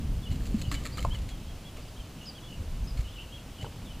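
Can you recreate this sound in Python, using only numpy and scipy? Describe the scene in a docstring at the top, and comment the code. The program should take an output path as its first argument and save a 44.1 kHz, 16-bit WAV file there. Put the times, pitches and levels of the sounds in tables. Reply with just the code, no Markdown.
"""A horse shifts about in a wet corral: mud squelches in bursts of tiny clicks that ring its air
pockets, and bubbles snap with a rising pitch. Hooves plop in, knock hollowly and scuff the soil.
Small birds chirp some way off over a faint outdoor hiss; light wind rumbles on the microphone.
Mud and far birds echo in the yard."""
import sys
import numpy as np
from scipy import signal
from scipy.fft import rfft, irfft, next_fast_len
from scipy.io import wavfile
from scipy.ndimage import map_coordinates

SR = 44100
rng = np.random.default_rng(int(sys.argv[2]) if len(sys.argv) > 2 else 0)


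def dump(signal):
    """Clip the signal to [-1, 1] and save it as 16-bit WAV at the path in sys.argv[1]."""
    limited = np.clip(np.atleast_2d(signal).T, -1, 1)
    pcm = np.round(limited * 32767).astype(np.int16)
    wavfile.write(sys.argv[1], SR, pcm)


N = 176400


def amp(db):
    """dB to gain."""
    return 10 ** (np.asarray(db) / 20)


def unit(x):
    """Scale to rms 1."""
    return x / np.sqrt(np.mean(x ** 2) + 1e-20)


def along(points, hz):
    """Interpolate (Hz, value) points on a log frequency axis."""
    knots_hz, values = np.transpose(points)
    return np.interp(np.log(hz + 1), np.log(knots_hz + 1), values)


def clock():
    """Sample times in s."""
    return np.arange(N) / SR


def wobble(knots_per_s):
    """Smooth random curve."""
    knots = rng.standard_normal(int(N * knots_per_s / SR) + 4)
    return map_coordinates(knots, [clock() * knots_per_s])


def add(track, at_s, sound):
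    """Mix a sound into a track."""
    i = max(round(at_s * SR), 0)
    track[i:i + len(sound)] += sound[:N - i]


def filtered(x, response):
    """Zero-phase filter with gain response(Hz)."""
    size = next_fast_len(N + SR // 2)
    return irfft(rfft(x, size) * response(np.fft.rfftfreq(size, 1 / SR)), size)[..., :N]


def coloured(x, points, size=2048):
    """Minimum-phase filter from (Hz, dB) points, unit energy gain."""
    cepstrum = irfft(np.log(amp(along(points, np.fft.rfftfreq(size, 1 / SR)))))
    cepstrum[1:size // 2] *= 2
    cepstrum[size // 2 + 1:] = 0
    impulse = irfft(np.exp(rfft(cepstrum)))
    return signal.fftconvolve(x, impulse / np.linalg.norm(impulse))[:N]


def rush(colour):
    """Coloured stereo noise of rms 1: bass nearly mono, treble wider."""
    # stereo width (frequency [Hz], side minus mid [dB])
    width = [(30, -55), (70, -57), (130, -56), (250, -35.5), (500, -20.5), (1000, -17.5), (2000, -14.5),
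             (3000, -26), (5000, -9), (8000, -8), (13000, -6.5)]

    def response(hz):
        angle = np.arctan(amp(along(width, hz)))
        return amp(along(colour, hz)) * [np.cos(angle), np.sin(angle)]

    mid, side = filtered(rng.standard_normal((2, N)), response)
    return unit(np.array([mid + side, mid - side]))


def grains(length_s, clicks_per_s=1500, spread_db=5.5, attack_s=0.0015, release_s=0.0041):
    """Burst of tiny uneven clicks: attack, hold, release."""
    t = np.arange(SR // 5) / SR
    hit = rng.random(len(t)) < clicks_per_s / SR
    clicks = hit * np.sign(rng.standard_normal(len(t))) * amp(spread_db * rng.standard_normal(len(t)))
    burst = clicks * np.minimum(t / attack_s, 1) * np.exp(-np.maximum(t - length_s, 0) / release_s)
    return burst * np.sqrt(length_s * SR) / (np.linalg.norm(burst) + 1e-9)


def yard_echo(x, t60_s):
    """Diffuse echo off fences and animals, nearly mono."""
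    t = np.arange(SR // 2) / SR
    mid, side = rng.standard_normal((2, len(t))) * amp(-60 * t / t60_s) * amp([[0], [-20]])
    tail = np.array([mid + side, mid - side]) / np.linalg.norm(mid)
    return signal.fftconvolve(x[None], tail, axes=1)[:, :N]


def air(hiss_db=-52, flock_db=-61):
    """Steady outdoor hiss and a blur of far birds."""
    # hiss and flock spectra (frequency [Hz], gain [dB])
    hiss_colour = [(180, -16), (300, 2.5), (337, -3), (543, -1.5), (718, -3.5), (876, -5.5), (1020, -6.5),
                   (1320, -8.5), (1840, -11.5), (2560, -10.5), (2770, -15), (3220, -20), (3670, -12),
                   (5110, -13.5), (6870, -15.5), (11300, -20.5), (12000, -22.5), (14700, -22), (15400, -22)]
    flock_colour = [(2000, -43), (2600, -7.5), (2950, -3.5), (3300, -5.5), (3900, -19), (6000, -40)]
    hiss = amp(hiss_db + 0.16 * wobble(5.4)) * rush(hiss_colour)
    flock = amp(flock_db + 1.55 * wobble(18)) * rush(flock_colour)
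    return hiss + flock


def wind():
    """Gusts on the microphone; above them a lighter rumble of wind and trampling."""
    # gust and rumble envelopes (time [s], relative level [dB])
    gust_levels = [(0.0, -33), (0.29, -39.5), (0.3, -30), (0.88, -37.5), (0.96, -43), (1.0, -32),
                   (1.7, -49), (1.75, -42), (2.17, -51.5), (2.52, -50), (2.62, -34.5), (2.64, -44.5),
                   (2.83, -35), (2.86, -38.5), (3.01, -34), (3.12, -48), (3.94, -42.5), (4.0, -52)]
    rumble_levels = [(0.0, -39.5), (0.26, -40.5), (0.33, -35.5), (0.43, -40), (0.52, -37), (0.54, -39),
                     (0.59, -37.5), (1.73, -49.5), (2.97, -45.5), (3.01, -50), (3.05, -49.5), (4.0, -44.5)]
    # gust and rumble spectra (frequency [Hz], gain [dB])
    gust_colour = [(15, -12.5), (28, -1), (45, -2.5), (80, -4.5), (120, -12.5), (180, -23), (400, -68)]
    rumble_colour = [(50, -12), (100, 3.5), (140, 2.5), (240, -2), (330, -11), (600, -22.5), (1500, -43)]
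    gust_db = np.interp(clock(), *np.transpose(gust_levels)) + 2 + 1.4 * wobble(18)
    gusts = amp(gust_db) * rush(gust_colour)
    rumble_db = np.interp(clock(), *np.transpose(rumble_levels)) - 1 + 2.1 * wobble(24.97)
    return gusts + amp(rumble_db) * rush(rumble_colour)


def birds(far_waver=0.036, far_flutter_db=3.5, echo_db=2):
    """Whistles arc through three pitches; near ones are clean, far ones waver and blur into echo."""
    # chirps (time [s], length [s], start [Hz], middle [Hz], end [Hz], level [dB], distance [0-1])
    chirps = [(0.219, 0.042, 3370, 3410, 3260, -50.5, 0.67), (0.253, 0.04, 3160, 2870, 3150, -43.5, 0.14),
              (0.633, 0.051, 3040, 2900, 3100, -44.5, 0.7), (0.684, 0.031, 4340, 4910, 5230, -49, .6),
              (0.302, 0.021, 3030, 2900, 2880, -46, 0.45), (0.75, 0.044, 3010, 2990, 2850, -45, .4),
              (0.917, 0.045, 3740, 4910, 3700, -46, 0.45), (0.986, 0.014, 2770, 2960, 3180, -39, .05),
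              (1.105, 0.035, 2930, 3170, 3380, -40, 0.2), (1.144, 0.019, 3430, 2980, 3070, -40.5, .05),
              (1.293, 0.057, 3320, 3295, 3150, -51, 0.37), (1.474, 0.045, 3100, 3280, 3240, -54, .4),
              (1.649, 0.055, 3210, 3390, 3090, -48.5, 0.14), (1.812, .036, 5000, 4600, 4250, -57, .5),
              (1.877, .022, 4930, 4750, 4200, -55, .5), (1.96, 0.023, 2950, 3210, 3470, -52, 0.35),
              (1.994, 0.026, 3370, 3130, 2870, -48.5, .2), (2.206, 0.031, 2980, 2845, 2850, -45.5, .6),
              (2.226, .025, 6000, 6650, 6940, -57, 0.06), (2.248, .05, 2940, 3030, 3050, -56, 1),
              (2.255, .016, 4380, 4950, 5100, -43, 0.45), (2.267, .038, 5040, 4920, 4500, -39, 0.25),
              (2.348, 0.025, 3210, 3320, 3350, -48.5, .3), (2.369, .012, 4350, 4600, 4800, -52, .2),
              (2.376, 0.021, 3310, 3070, 2740, -47, 0.3), (2.423, 0.057, 3480, 3370, 3400, -51, 0.57),
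              (2.476, 0.075, 2913, 2910, 2870, -49, 0.78), (2.836, .022, 6000, 6360, 6700, -56, .3),
              (2.871, 0.019, 4700, 5220, 5270, -44.5, .25), (2.881, 0.039, 5080, 4950, 4830, -46.5, .35),
              (2.968, .03, 4050, 4330, 4330, -57, .2), (3.037, 0.082, 2970, 2955, 3060, -52.5, 0.99),
              (3.1, 0.062, 3310, 3420, 3380, -59.5, 1), (3.146, 0.092, 2986, 2950, 2900, -45, 0.82),
              (3.281, .03, 2900, 2816, 2900, -54, .8), (3.321, 0.058, 3100, 3300, 3240, -44.5, 0.37),
              (3.375, 0.015, 3080, 2790, 2780, -46.5, 0.16), (3.553, 0.047, 3570, 3290, 3230, -55, .8),
              (3.583, 0.043, 3017, 2940, 3140, -43, 0.38), (3.644, 0.025, 3060, 2970, 2920, -53, 0.68),
              (3.849, 0.042, 3910, 3460, 3360, -55, 0.75), (3.877, 0.069, 3080, 3004, 2900, -52.5, 0.75)]
    direct, scattered = np.zeros((2, N))
    waver, flutter = unit(wobble(500) + wobble(130) / 2), wobble(220)
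    for at_s, length_s, start_hz, middle_hz, end_hz, db, distance in chirps:
        progress = np.linspace(0, 1, int(length_s * SR))
        span = int(at_s * SR) + np.arange(len(progress))
        arc = np.polyfit([0, 0.5, 1], [start_hz, middle_hz, end_hz], 2)
        hz = np.polyval(arc, progress) * (1 + distance * far_waver * waver[span])
        gain = amp(db + distance * far_flutter_db * flutter[span])
        envelope = np.sqrt(np.abs(np.sin(np.pi * progress)))
        note = gain * envelope * np.sin(2 * np.pi * np.cumsum(hz) / SR)
        add(direct, at_s, (1 - distance / 2) * note)
        add(scattered, at_s, distance * note)
    return direct + amp(echo_db) * yard_echo(scattered, t60_s=0.25)


def hoof_scuffs():
    """Hooves scrape soil: dull, gritty bursts."""
    # scuffs (time [s], length [s], level [dB])
    scuffs = [(0.499, 0.054, -52.5), (1.76, 0.041, -50), (2.956, 0.049, -60), (3.621, 0.065, -48),
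              (3.814, 0.0098, -49)]
    # soil spectrum (frequency [Hz], gain [dB])
    soil_colour = [(100, 2.5), (250, 5), (500, 8), (900, -4), (1500, -17), (3000, -5), (8000, -47)]
    grit = np.zeros(N)
    for at_s, length_s, db in scuffs:
        add(grit, at_s, amp(db) * grains(length_s))
    return coloured(grit, soil_colour)


def hoof_thuds(attack_s=0.0032, trim_db=-3):
    """Hooves sink into mud or land on soil: low damped sines."""
    # thuds (time [s], pitch [Hz], peak before trim [dB], t60 [s])
    thuds = [(0.3123, 80, -13, 0.031), (0.36, 90, -16, 0.032), (.393, 100, -20.5, .03),
             (0.542, 216, -14, 0.071), (0.678, 96, -20, 0.05), (.72, 279, -31, 0.1),
             (1.069, 123, -24.5, 0.081), (2.001, 65, -30, 0.099), (2.6, 74.6, -23, 0.079),
             (2.804, 46.7, -19.5, 0.24), (2.991, 52, -16.5, 0.094), (3.632, 107, -25, 0.047)]
    track = np.zeros(N)
    t = np.arange(SR // 4) / SR
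    for at_s, hz, db, t60_s in thuds:
        swell = amp(-60 * t / t60_s) * (1 - np.exp(-(t / attack_s) ** 2))
        add(track, at_s, amp(db + trim_db) * swell / swell.max() * np.sin(2 * np.pi * hz * t))
    return track


def hoof_knocks(attack_s=0.0011, tail_db=-22.5, base_tail_t60_s=0.16):
    """Impacts ring the hoof's hollow modes, with a diffuse tail."""
    # knocks (time [s], peak [dB], pitch [ratio], ring length [ratio])
    knocks = [(1.0486, -19, 0.97, 0.96), (3.644, -31.5, 0.81, 0.64), (3.6651, -38, 0.92, 0.47),
              (3.8165, -42.5, 0.8, 0.41)]
    # hoof modes (base frequency [Hz], relative level [dB], base t60 [s])
    modes = [(608, -6.5, 0.05), (722, 3, 0.026), (960, 3.5, 0.023), (1055, 1, 0.037)]
    track = np.zeros(N)
    t = np.arange(SR // 4) / SR
    for at_s, db, pitch, sustain in knocks:
        ring = sum(amp(mode_db - 60 * t / (t60_s * sustain)) * np.sin(2 * np.pi * hz * pitch * t)
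                   for hz, mode_db, t60_s in modes)
        ring *= 1 - np.exp(-(t / attack_s) ** 2)
        scatter = rng.standard_normal(len(t)) * amp(-60 * t / (base_tail_t60_s * sustain))
        tail = signal.fftconvolve(scatter, ring / np.linalg.norm(ring))[:len(t)]
        add(track, at_s, amp(db) * (amp(tail_db) * tail - ring / np.abs(ring).max()))
    return track


def mud_pockets(x, size=2048):
    """Air pockets in the mud resonate; unit energy gain."""
    # pocket modes (frequency [Hz], bandwidth [Hz], relative level [dB])
    modes = [(268, 23, 13), (560, 200, 7), (1220, 190, 7), (1730, 97, 6), (2180, 170, 3), (2900, 130, -30)]
    t = np.arange(size) / SR
    impulse = sum(amp(db) * width_hz * np.exp(-np.pi * width_hz * t) * np.cos(2 * np.pi * hz * t)
                  for hz, width_hz, db in modes)
    return signal.fftconvolve(x, impulse / np.linalg.norm(impulse))[:N]


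def mud_squelches(body_db=-5):
    """Mud squeezes out in click bursts. Returns the drives for spray and wet body."""
    # squelches (time [s], length [s], level [dB], extra body [dB])
    squelches = [(0.304, 0.027, -54.5, 2), (.405, 0.047, -61.5, 7), (0.454, 0.031, -51, -12),
                 (0.514, 0.056, -61.5, 8), (0.58, 0.027, -51.5, -9), (0.614, 0.008, -44, -5),
                 (0.716, 0.032, -47, 6.5), (0.846, 0.021, -46, 7), (0.971, 0.023, -49, 10),
                 (1.005, 0.0096, -52, 4), (1.025, 0.011, -50.5, 0), (1.137, 0.021, -58.5, 13.5),
                 (1.217, 0.0091, -56, -8), (1.284, 0.029, -55, -6), (1.767, 0.036, -64.5, 16),
                 (2.971, 0.045, -58.5, 11), (3.61, 0.022, -53, -2)]
    spray, body = np.zeros((2, N))
    for at_s, length_s, db, extra_db in squelches:
        burst = amp(db) * grains(length_s)
        add(spray, at_s, burst)
        add(body, at_s, amp(body_db + extra_db) * burst)
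    return spray, body


def bubble_snaps(attack_s=0.00047, crackle_t60_s=0.016, spread_db=5):
    """Each bubble bursts with a crackle and rings at a rising pitch. Returns crackles and tones."""
    # snaps (time [s], crackle level [dB], start pitch [Hz], tone level [dB])
    snaps = [(.3135, -44, 2100, -44), (0.3574, -42, 2900, -52), (.407, -52, 1720, -43),
             (.4665, -38.5, 2200, -50), (.6155, -34.5, 2490, -39), (0.621, -37, 4060, -40),
             (0.715, -28.5, 1148, -28), (.7175, -42, 2050, -28), (.724, -41, 1134, -36),
             (.731, -38, 1660, -42), (0.7417, -31, 2240, -33), (.7505, -34.5, 2220, -28),
             (.756, -36.5, 2880, -44), (0.76, -44, 4300, -48), (0.8368, -41, 2200, -48),
             (.8525, -42, 2020, -34), (.859, -47, 1840, -33), (.8625, -46, 2290, -39),
             (0.871, -36, 2400, -53), (0.9809, -41, 1250, -31.5), (.983, -42, 1760, -33),
             (.995, -52, 504, -36.5), (1.004, -38, 1700, -37), (1.0268, -36, 2180, -32),
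             (1.049, -38.5, 2550, -38), (1.1318, -56, 990, -43), (1.147, -45, 2300, -50),
             (1.16, -48, 2000, -42), (1.187, -44, 2400, -48), (1.2895, -38.5, 2300, -55),
             (3.0075, -48, 2240, -40), (3.0115, -47, 2280, -46), (3.6255, -50, 2110, -48),
             (3.646, -48, 1500, -41), (3.6535, -54, 1420, -44)]
    ring_cycles, pitch_rise = 32.4, 0.085  # per 60 dB of decay
    crackles, tones = np.zeros((2, N))
    t = np.arange(SR // 16) / SR
    onset = 1 - np.exp(-t / attack_s)
    for at_s, crackle_db, hz, tone_db in snaps:
        fade = onset * amp(crackle_db - 60 * t / crackle_t60_s)
        crackle = fade * rng.standard_normal(len(t)) * amp(spread_db * rng.standard_normal(len(t)))
        add(crackles, at_s, crackle * np.linalg.norm(fade) / np.linalg.norm(crackle))
        age = t * hz / ring_cycles
        phase = 2 * np.pi * hz * t * (1 + pitch_rise * age / 2)
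        add(tones, at_s, onset * amp(tone_db - 60 * age) * np.sin(phase))
    return crackles, tones


def mud(snap_body_db=-8):
    """Squelches and snaps give a bright spray and ring the air pockets; bubble tones on top."""
    # spray spectrum (frequency [Hz], gain [dB])
    spray_colour = [(200, -18), (1000, -8.5), (2000, 4), (3000, 2), (3500, -0.5), (4200, 6.5), (4800, 1),
                    (5400, -13), (6500, 0.5), (7500, 3.5), (8800, -11.5), (10500, -8.5), (12000, -22),
                    (14000, -10), (15500, -20)]
    spray, body = mud_squelches()
    crackles, tones = bubble_snaps()
    pocket_ring = mud_pockets(body + amp(snap_body_db) * crackles)
    return coloured(spray + crackles, spray_colour) + pocket_ring + tones


def scene(mud_echo_db=-8.5):
    """Horse and birds straight ahead in the open yard."""
    wet_mud = mud()
    background = wind() + air()
    hooves = hoof_knocks() + hoof_thuds() + hoof_scuffs()
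    mud_echo = amp(mud_echo_db) * yard_echo(wet_mud, t60_s=0.86)
    return background + birds() + hooves + wet_mud + mud_echo


def record(dry, top_hz=15400):
    """Brick-wall low-pass at the camera's band limit."""
    return filtered(dry, lambda hz: hz < top_hz)


dry = scene()
out = record(dry)
dump(out)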